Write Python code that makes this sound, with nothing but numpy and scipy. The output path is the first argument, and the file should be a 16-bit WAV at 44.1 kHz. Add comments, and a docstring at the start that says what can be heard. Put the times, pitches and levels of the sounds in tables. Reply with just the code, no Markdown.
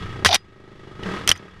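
"""A two-stroke dirt bike creeps along a brushy trail, heard from a helmet camera.
The engine pops near idle and gets one blip of throttle; each firing echoes in the exhaust pipe
and rattles the cylinder. Wind buffets the microphone. Twice, branches knock on the camera housing,
hard enough to overload it; the first time, a branch also drags across it with a stick-slip squeak."""
import sys
import numpy as np
from scipy import signal
from scipy.fft import rfft, irfft
from scipy.io import wavfile

SR = 44100
rng = np.random.default_rng(int(sys.argv[2]) if len(sys.argv) > 2 else 0)


def pcm_store(signal):
    """Save signal as 16-bit PCM."""
    levels = np.round(np.clip(np.atleast_2d(signal), -1, 1) * 32767)
    wavfile.write(sys.argv[1], SR, levels.astype(np.int16).T)


N = 70560
T = np.arange(N) / SR


def from_db(db):
    """Decibels to gain."""
    return 10 ** (np.asarray(db) / 20)


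def unit_rms(x):
    """Scale to unit rms."""
    return x / np.sqrt(np.mean(x ** 2) + 1e-20)


def curve(rows, column=1):
    """One column of a time table, interpolated per sample."""
    columns = np.transpose(rows)
    return np.interp(T, columns[0], columns[column])


def noise(spectrum, tilt_db_oct=0):
    """Unit-rms shaped noise; skirts fall 20 dB per octave before the tilt."""
    hz, db = np.transpose(spectrum)
    octave = np.log2(np.maximum(np.arange(N // 2 + 1) * SR / N, 1))
    outside = np.abs(octave - np.clip(octave, np.log2(hz[0]), np.log2(hz[-1])))
    shape_db = np.interp(octave, np.log2(hz), db) + tilt_db_oct * octave - 20 * outside
    return unit_rms(irfft(rfft(rng.standard_normal(N)) * from_db(shape_db), N))


def drift(rate_hz):
    """Smooth random modulation, unit rms."""
    return noise([(rate_hz / 10, 0), (rate_hz, 0)])


def resonate(x, modes):
    """Parallel two-pole resonators."""
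    out = 0
    for hz, width_hz, db in modes:
        r = np.exp(-np.pi * width_hz / SR)
        b = np.array([1, 0, -1]) * (1 - r * r) / 2
        a = [1, -2 * r * np.cos(2 * np.pi * hz / SR), r * r]
        out = out + from_db(db) * signal.lfilter(b, a, x)
    return out


def burst(start_s, rise_s, decay_s):
    """Envelope: fast attack, exponential decay."""
    age_s = np.maximum(T - start_s, 0)
    return (1 - np.exp(-age_s / rise_s)) * np.exp(-np.minimum(age_s / decay_s, 80))


def play(clicks, shape):
    """One copy of the shape per click."""
    return signal.fftconvolve(clicks, shape)[:N]


# engine speed: (time [s], firing rate [Hz])
FIRING_RATE = [(0.0, 27.84), (0.2, 31.4), (0.38, 25.34), (0.7, 25.94), (0.98, 24.7), (1.07, 35.44),
               (1.13, 40.43), (1.2, 41.83), (1.35, 26.73), (1.45, 36.67), (1.6, 35.82)]
FIRING_ANCHOR_S, FIRING_JITTER_DB = 0.638, 0.5


def firings():
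    """One click per crank turn, slightly uneven in strength."""
    turns = np.cumsum(curve(FIRING_RATE)) / SR
    whole_turns = np.floor(turns - np.interp(FIRING_ANCHOR_S, T, turns))
    clicks = np.diff(whole_turns, prepend=whole_turns[0])
    return clicks * from_db(FIRING_JITTER_DB * rng.standard_normal(N))


def muffler(x, low_hz=115, high_hz=894):
    """The muffler band-passes the pressure pulses, taking off their edge."""
    band = signal.butter(2, [low_hz, high_hz], "band", fs=SR, output="sos")
    return signal.sosfilt(band, x + 1e-18)


# pressure wave and its pipe reflections: (delay [s], gain [ratio])
PIPE_ECHOES = [(0, 1.0), (.0023, 0.98), (.0040, -1.5), (.0061, 0.17), (.0086, 0.14), (0.0104, -0.018),
               (0.0141, -0.33), (0.0191, -0.6)]
# pipe resonances: (frequency [Hz], width [Hz], gain [dB])
PIPE_MODES = [(184.7, 62, 0.5), (379, 35, 4.5), (470, 42, 0)]
# gas leaving the pipe: (frequency [Hz], density [dB])
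CHUFF_SPECTRUM = [(90, -15.5), (150, 5.5), (400, -11.5), (600, 0.5), (1000, -23.5)]
# pops at the microphone: (time [s], level [dB])
POP_LEVEL = [(0, -50), (.11, -41), (.16, -37.5), (.23, -34.5), (.39, -56.5), (.56, -49.5), (.72, -45),
             (.755, -47.5), (.83, -44), (.915, -43), (.955, -45.5), (.99, -38), (1.07, -34), (1.14, -31),
             (1.21, -45.5), (1.29, -34), (1.36, -65), (1.40, -43), (1.46, -45.5), (1.52, -57.5),
             (1.6, -64.5)]
# narrow pipe resonances: (frequency [Hz], width [Hz], gain [dB])
BOOM_MODES = [(186, 9.3, 14), (351, 10, -23.5), (426, 35, -3.5)]
# pipe boom, peaking as the throttle opens: (time [s], level [dB])
BOOM_LEVEL = [(0, -35.5), (.22, -47.5), (.39, -65), (.9, -50), (1.0, -54), (1.07, -26), (1.13, -36.5),
              (1.2, -33), (1.28, -52), (1.36, -68), (1.44, -48), (1.6, -58.5)]
POP_RISE_S, CHUFF_DB = 0.00017, -11.5


def exhaust(fired):
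    """Each pop bounces along the pipe, sets it booming and exits with a chuff of gas."""
    wave = sum(gain * burst(delay_s, POP_RISE_S, decay_s=0.0015) for delay_s, gain in PIPE_ECHOES)
    pops = muffler(play(fired, wave))
    pops = unit_rms(pops + resonate(pops, PIPE_MODES))
    gas_flow = play(fired, burst(0, POP_RISE_S, decay_s=0.048))
    chuff = from_db(CHUFF_DB) * unit_rms(noise(CHUFF_SPECTRUM) * gas_flow)
    boom = unit_rms(resonate(muffler(fired), BOOM_MODES))
    return from_db(curve(POP_LEVEL)) * (pops + chuff) + from_db(curve(BOOM_LEVEL)) * boom


# cylinder excitation: (frequency [Hz], density [dB])
CYLINDER_DRIVE = [(500, -4), (1200, -0.5), (3600, -1), (6000, -2.5), (9000, -6.5), (14000, -27)]
# cylinder resonances: (frequency [Hz], width [Hz], gain [dB])
CYLINDER_MODES = [(1276, 45, 0.5), (1630, 83, -6), (1856, 66, -5), (2180, 70, -14), (2610, 100, -13.5),
                  (2880, 50, -12), (3305, 32, -8)]
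# rattle after each firing: (frequency [Hz], density [dB])
RATTLE_SPECTRUM = [(500, -10.5), (1200, 4), (1900, -2), (3000, -11.5), (6000, -24.5)]
# broadband clatter: (frequency [Hz], density [dB])
CLATTER_SPECTRUM = [(300, -1), (500, -4.5), (600, -17), (800, -10), (1100, -10), (1450, -17), (1900, -9.5),
                    (2300, -13), (2700, -20), (3400, -15.5), (4000, -20.5), (5000, -23), (6000, -29),
                    (8000, -36.5), (11000, -40), (13500, -51.5), (16000, -77.5)]
# all mechanical noise: (time [s], level [dB])
CLATTER_LEVEL = [(0, -30), (.07, -38.5), (.13, -38.5), (.23, -42.5), (.39, -56), (.55, -54), (.7, -51.5),
                 (.8, -48.5), (.97, -45.5), (1.02, -40), (1.07, -32), (1.17, -33), (1.22, -37.5),
                 (1.28, -41.5), (1.38, -46), (1.45, -48), (1.52, -51), (1.6, -50.5)]
CYLINDER_DB, RATTLE_DB, BROADBAND_DB = -4, -8, -5


def clatter(fired):
    """Piston and cylinder clatter throughout and rattle just after each firing."""
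    beat = 1 + play(fired, burst(0, rise_s=0.00069, decay_s=0.036))
    cylinder = from_db(CYLINDER_DB) * unit_rms(resonate(beat * noise(CYLINDER_DRIVE), CYLINDER_MODES))
    shake = play(fired, burst(0, POP_RISE_S, decay_s=0.02))
    rattle = from_db(RATTLE_DB) * unit_rms(shake * noise(RATTLE_SPECTRUM))
    broadband = from_db(BROADBAND_DB) * unit_rms(beat * noise(CLATTER_SPECTRUM))
    return from_db(curve(CLATTER_LEVEL)) * (broadband + cylinder + rattle)


# microphone rumble: (frequency [Hz], density [dB])
WIND_SPECTRUM = [(12, 2.5), (25, -13.5), (60, -8), (110, -4.5), (200, -13), (500, -44.5)]
# wind rumble, dropping after the knocks and slowly returning: (time [s], relative level [dB])
WIND_LEVEL = [(0, -30), (.2, -33.5), (.4, -48), (.7, -49), (.8, -43.5), (.9, -43), (1.1, -34.5),
              (1.3, -35.5), (1.45, -55), (1.6, -39.5)]


def wind(gain_db=-3.5):
    """Wind buffets the microphone with a low rumble."""
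    return from_db(gain_db + curve(WIND_LEVEL)) * noise(WIND_SPECTRUM)


# shell resonances: (frequency [Hz], width [Hz], gain [dB])
HOUSING_MODES = [(1050, 45, -6.5), (1916, 23, -4), (2384, 70, -2), (3225, 110, -3.5), (3712, 40, -4),
                 (4810, 110, -3.5), (5640, 110, -5), (5930, 120, 1.5), (8480, 260, -5)]


def housing(contact, gain_db=-3.5):
    """The plastic shell transmits a contact and adds its resonances."""
    return from_db(gain_db) * (contact + resonate(contact, HOUSING_MODES))


# sharp knocks and faint ticks:
# (time [s], crack level [dB], decay [s], tilt [dB/octave], ring [Hz], ring level [dB])
KNOCKS = [(0.2482, -5, 0.0071, -0.8, 1103, -7), (0.2555, -10, 0.0035, -5, 3187, -14),
          (0.2598, -3, 0.0051, -3, 1220, -20), (0.2605, -11, 0.015, 0.5, 1770, -13),
          (.3290, -24.5, .008, 2.5, 3640, -6.5), (0.3372, -28.5, 0.016, -2, 1830, -26),
          (0.3447, -8, 0.0057, 2.5, 5894, -8.5), (0.352, -8, 0.0046, 0, 5300, -17),
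          (0.3587, -16, 0.0026, 0.5, 2280, -19.5), (1.034, -28, .005, -5.5, 2930, -28),
          (1.2762, -5.5, 0.0026, 0.5, 3140, -9.5), (1.2828, -17, 0.0022, -3, 2600, -16),
          (1.2868, -21, 0.0028, 11, 3180, -20), (1.2912, -4.5, 0.0035, 1, 5670, -3),
          (1.2980, -15, .002, -7, 5444, -21.5), (1.3028, -12, 0.0034, 0, 3240, -15.5),
          (1.3150, -1.5, 0.0025, -1, 3090, 0), (1.3206, -25.5, 0.0046, 3, 3050, -17.5),
          (1.354, -50, .004, 2.5, 1990, -32), (1.3596, -37, 0.01, -3, 1270, -37),
          (1.376, -44.5, 0.0016, 5.5, 6150, -39)]
# contact on the shell: (frequency [Hz], density [dB])
CONTACT_SPECTRUM = [(120, -9.5), (200, -12), (400, -14.5), (700, -8.5), (950, -19), (1200, -3), (1800, -1),
                    (2300, -4), (3100, -1), (4200, -6.5), (5700, -9), (6800, -10.5), (8000, -18.5),
                    (9300, -12.5), (10700, -24), (13000, -27), (16000, -39)]
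# mount and its metal parts: (frequency [Hz], level re crack [dB], T60 [s])
MOUNT_MODES = [(2864, -47.5, .12), (4950, -39.5, 0.19), (5630, -35, 0.075)]
KNOCK_GRAIN_DB, TICK_DB, TICK_TILT_DB_OCT, RING_PEAK_S = 2, 3, 4, 0.00099


def knocks():
    """Sharp knocks and faint ticks: each excites the housing and mount and rings at its own pitch."""
    cracks, rings = np.zeros(N), np.zeros(N)
    grain = from_db(KNOCK_GRAIN_DB * drift(900))
    for start_s, crack_db, decay_s, tilt_db_oct, ring_hz, ring_db in KNOCKS:
        crack = burst(start_s, rise_s=0.000067, decay_s=decay_s) * noise(CONTACT_SPECTRUM, tilt_db_oct)
        bright_noise = noise(CONTACT_SPECTRUM, tilt_db_oct + TICK_TILT_DB_OCT)
        tick = burst(start_s, rise_s=1 / SR, decay_s=0.00034) * bright_noise
        cracks += from_db(crack_db) * (crack * grain + from_db(TICK_DB) * tick)
        age_s = np.maximum(T - start_s, 0)
        swell = np.minimum(age_s / RING_PEAK_S, 80)
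        rings += from_db(ring_db) * swell * np.exp(1 - swell) * np.sin(2 * np.pi * ring_hz * age_s)
        for hz, mode_db, t60_s in MOUNT_MODES:
            rings += from_db(crack_db + mode_db - 60 * age_s / t60_s) * np.sin(2 * np.pi * hz * age_s)
    return housing(cracks) + rings


# heavy blows: (time [s], level [dB])
THUMPS = [(0.259, -17.5), (1.316, -30.5)]


def thumps(rock_hz=88):
    """Heavy blows rock the camera on its mount: a low, dying tone."""
    out = np.zeros(N)
    for start_s, db in THUMPS:
        envelope = from_db(db) * burst(start_s, rise_s=0.005, decay_s=0.033)
        out += envelope * np.sin(2 * np.pi * rock_hz * (T - start_s))
    return out


# branch sliding on the housing: (time [s], scrape level [dB], squeak [Hz], squeak level [dB])
DRAG = [(.262, -22.5, 793.6, -67.5), (.272, -19, 792, -62.5), (.286, -32, 803.6, -48),
        (.290, -18, 779, -14), (.303, -37, 683.6, -25), (.310, -18.5, 651, -20.5),
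        (.320, -24.5, 730, -18.5), (.331, -16.5, 830, -16), (.341, -16, 710, -24),
        (.350, -26.5, 800, -19.5), (.360, -13, 830, -44), (.367, -47.5, 836, -49.5),
        (.385, -67.5, 833, -66.5)]
# friction noise: (frequency [Hz], density [dB])
SCRAPE_SPECTRUM = [(200, -2), (500, -8.5), (1200, -4), (1550, -9.5), (1900, 5.5), (2800, -1), (3600, 6.5),
                   (4500, 4), (5700, 0), (6800, -27.5), (10000, -26), (16000, -34.5)]
SQUEAK_WOBBLE, OVERTONE_DB, RASP_DB = 0.074, -17.5, 2.5
SCRAPE_GRAIN_DB, SNAPS_PER_S, SNAP_DB = 2, 170, -15


def branch_drag():
    """Stick-slip friction: a raspy squeak, a scrape on each slip and snaps of catching bark."""
    scrape_db, squeak_hz, squeak_db = (curve(DRAG, column) for column in (1, 2, 3))
    phase = 2 * np.pi * np.cumsum(squeak_hz * (1 + SQUEAK_WOBBLE * drift(250))) / SR
    squeak = (np.sin(phase) + from_db(OVERTONE_DB) * np.sin(2 * phase)) * from_db(RASP_DB * drift(240))
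    slip = 1 + np.sin(phase)
    scrape = unit_rms(noise(SCRAPE_SPECTRUM) * slip * from_db(SCRAPE_GRAIN_DB * drift(310)))
    catches = (rng.random(N) < SNAPS_PER_S / SR).astype(float)
    snap_envelope = play(catches, burst(0, rise_s=1 / SR, decay_s=0.00015))
    snaps = from_db(SNAP_DB) * unit_rms(snap_envelope * noise(CONTACT_SPECTRUM, tilt_db_oct=-1))
    touching = (T > DRAG[0][0]) & (T < DRAG[-1][0])
    return touching * (from_db(scrape_db) * housing(scrape + snaps) + from_db(squeak_db) * squeak)


def scene():
    """Engine, branches and wind at the helmet, mono."""
    fired = firings()
    engine = exhaust(fired) + clatter(fired)
    contacts = knocks() + thumps() + branch_drag()
    return (engine + contacts + wind())[None]


def record(dry, ceiling=1.23, stopband_hz=16300):
    """The camera soft-clips the loudest knocks, then cuts the top treble."""
    clipped = ceiling * np.tanh(dry / ceiling)
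    lowpass = signal.cheby2(12, 60, stopband_hz, fs=SR, output="sos")
    return signal.sosfilt(lowpass, clipped)


dry = scene()
out = record(dry)
pcm_store(out)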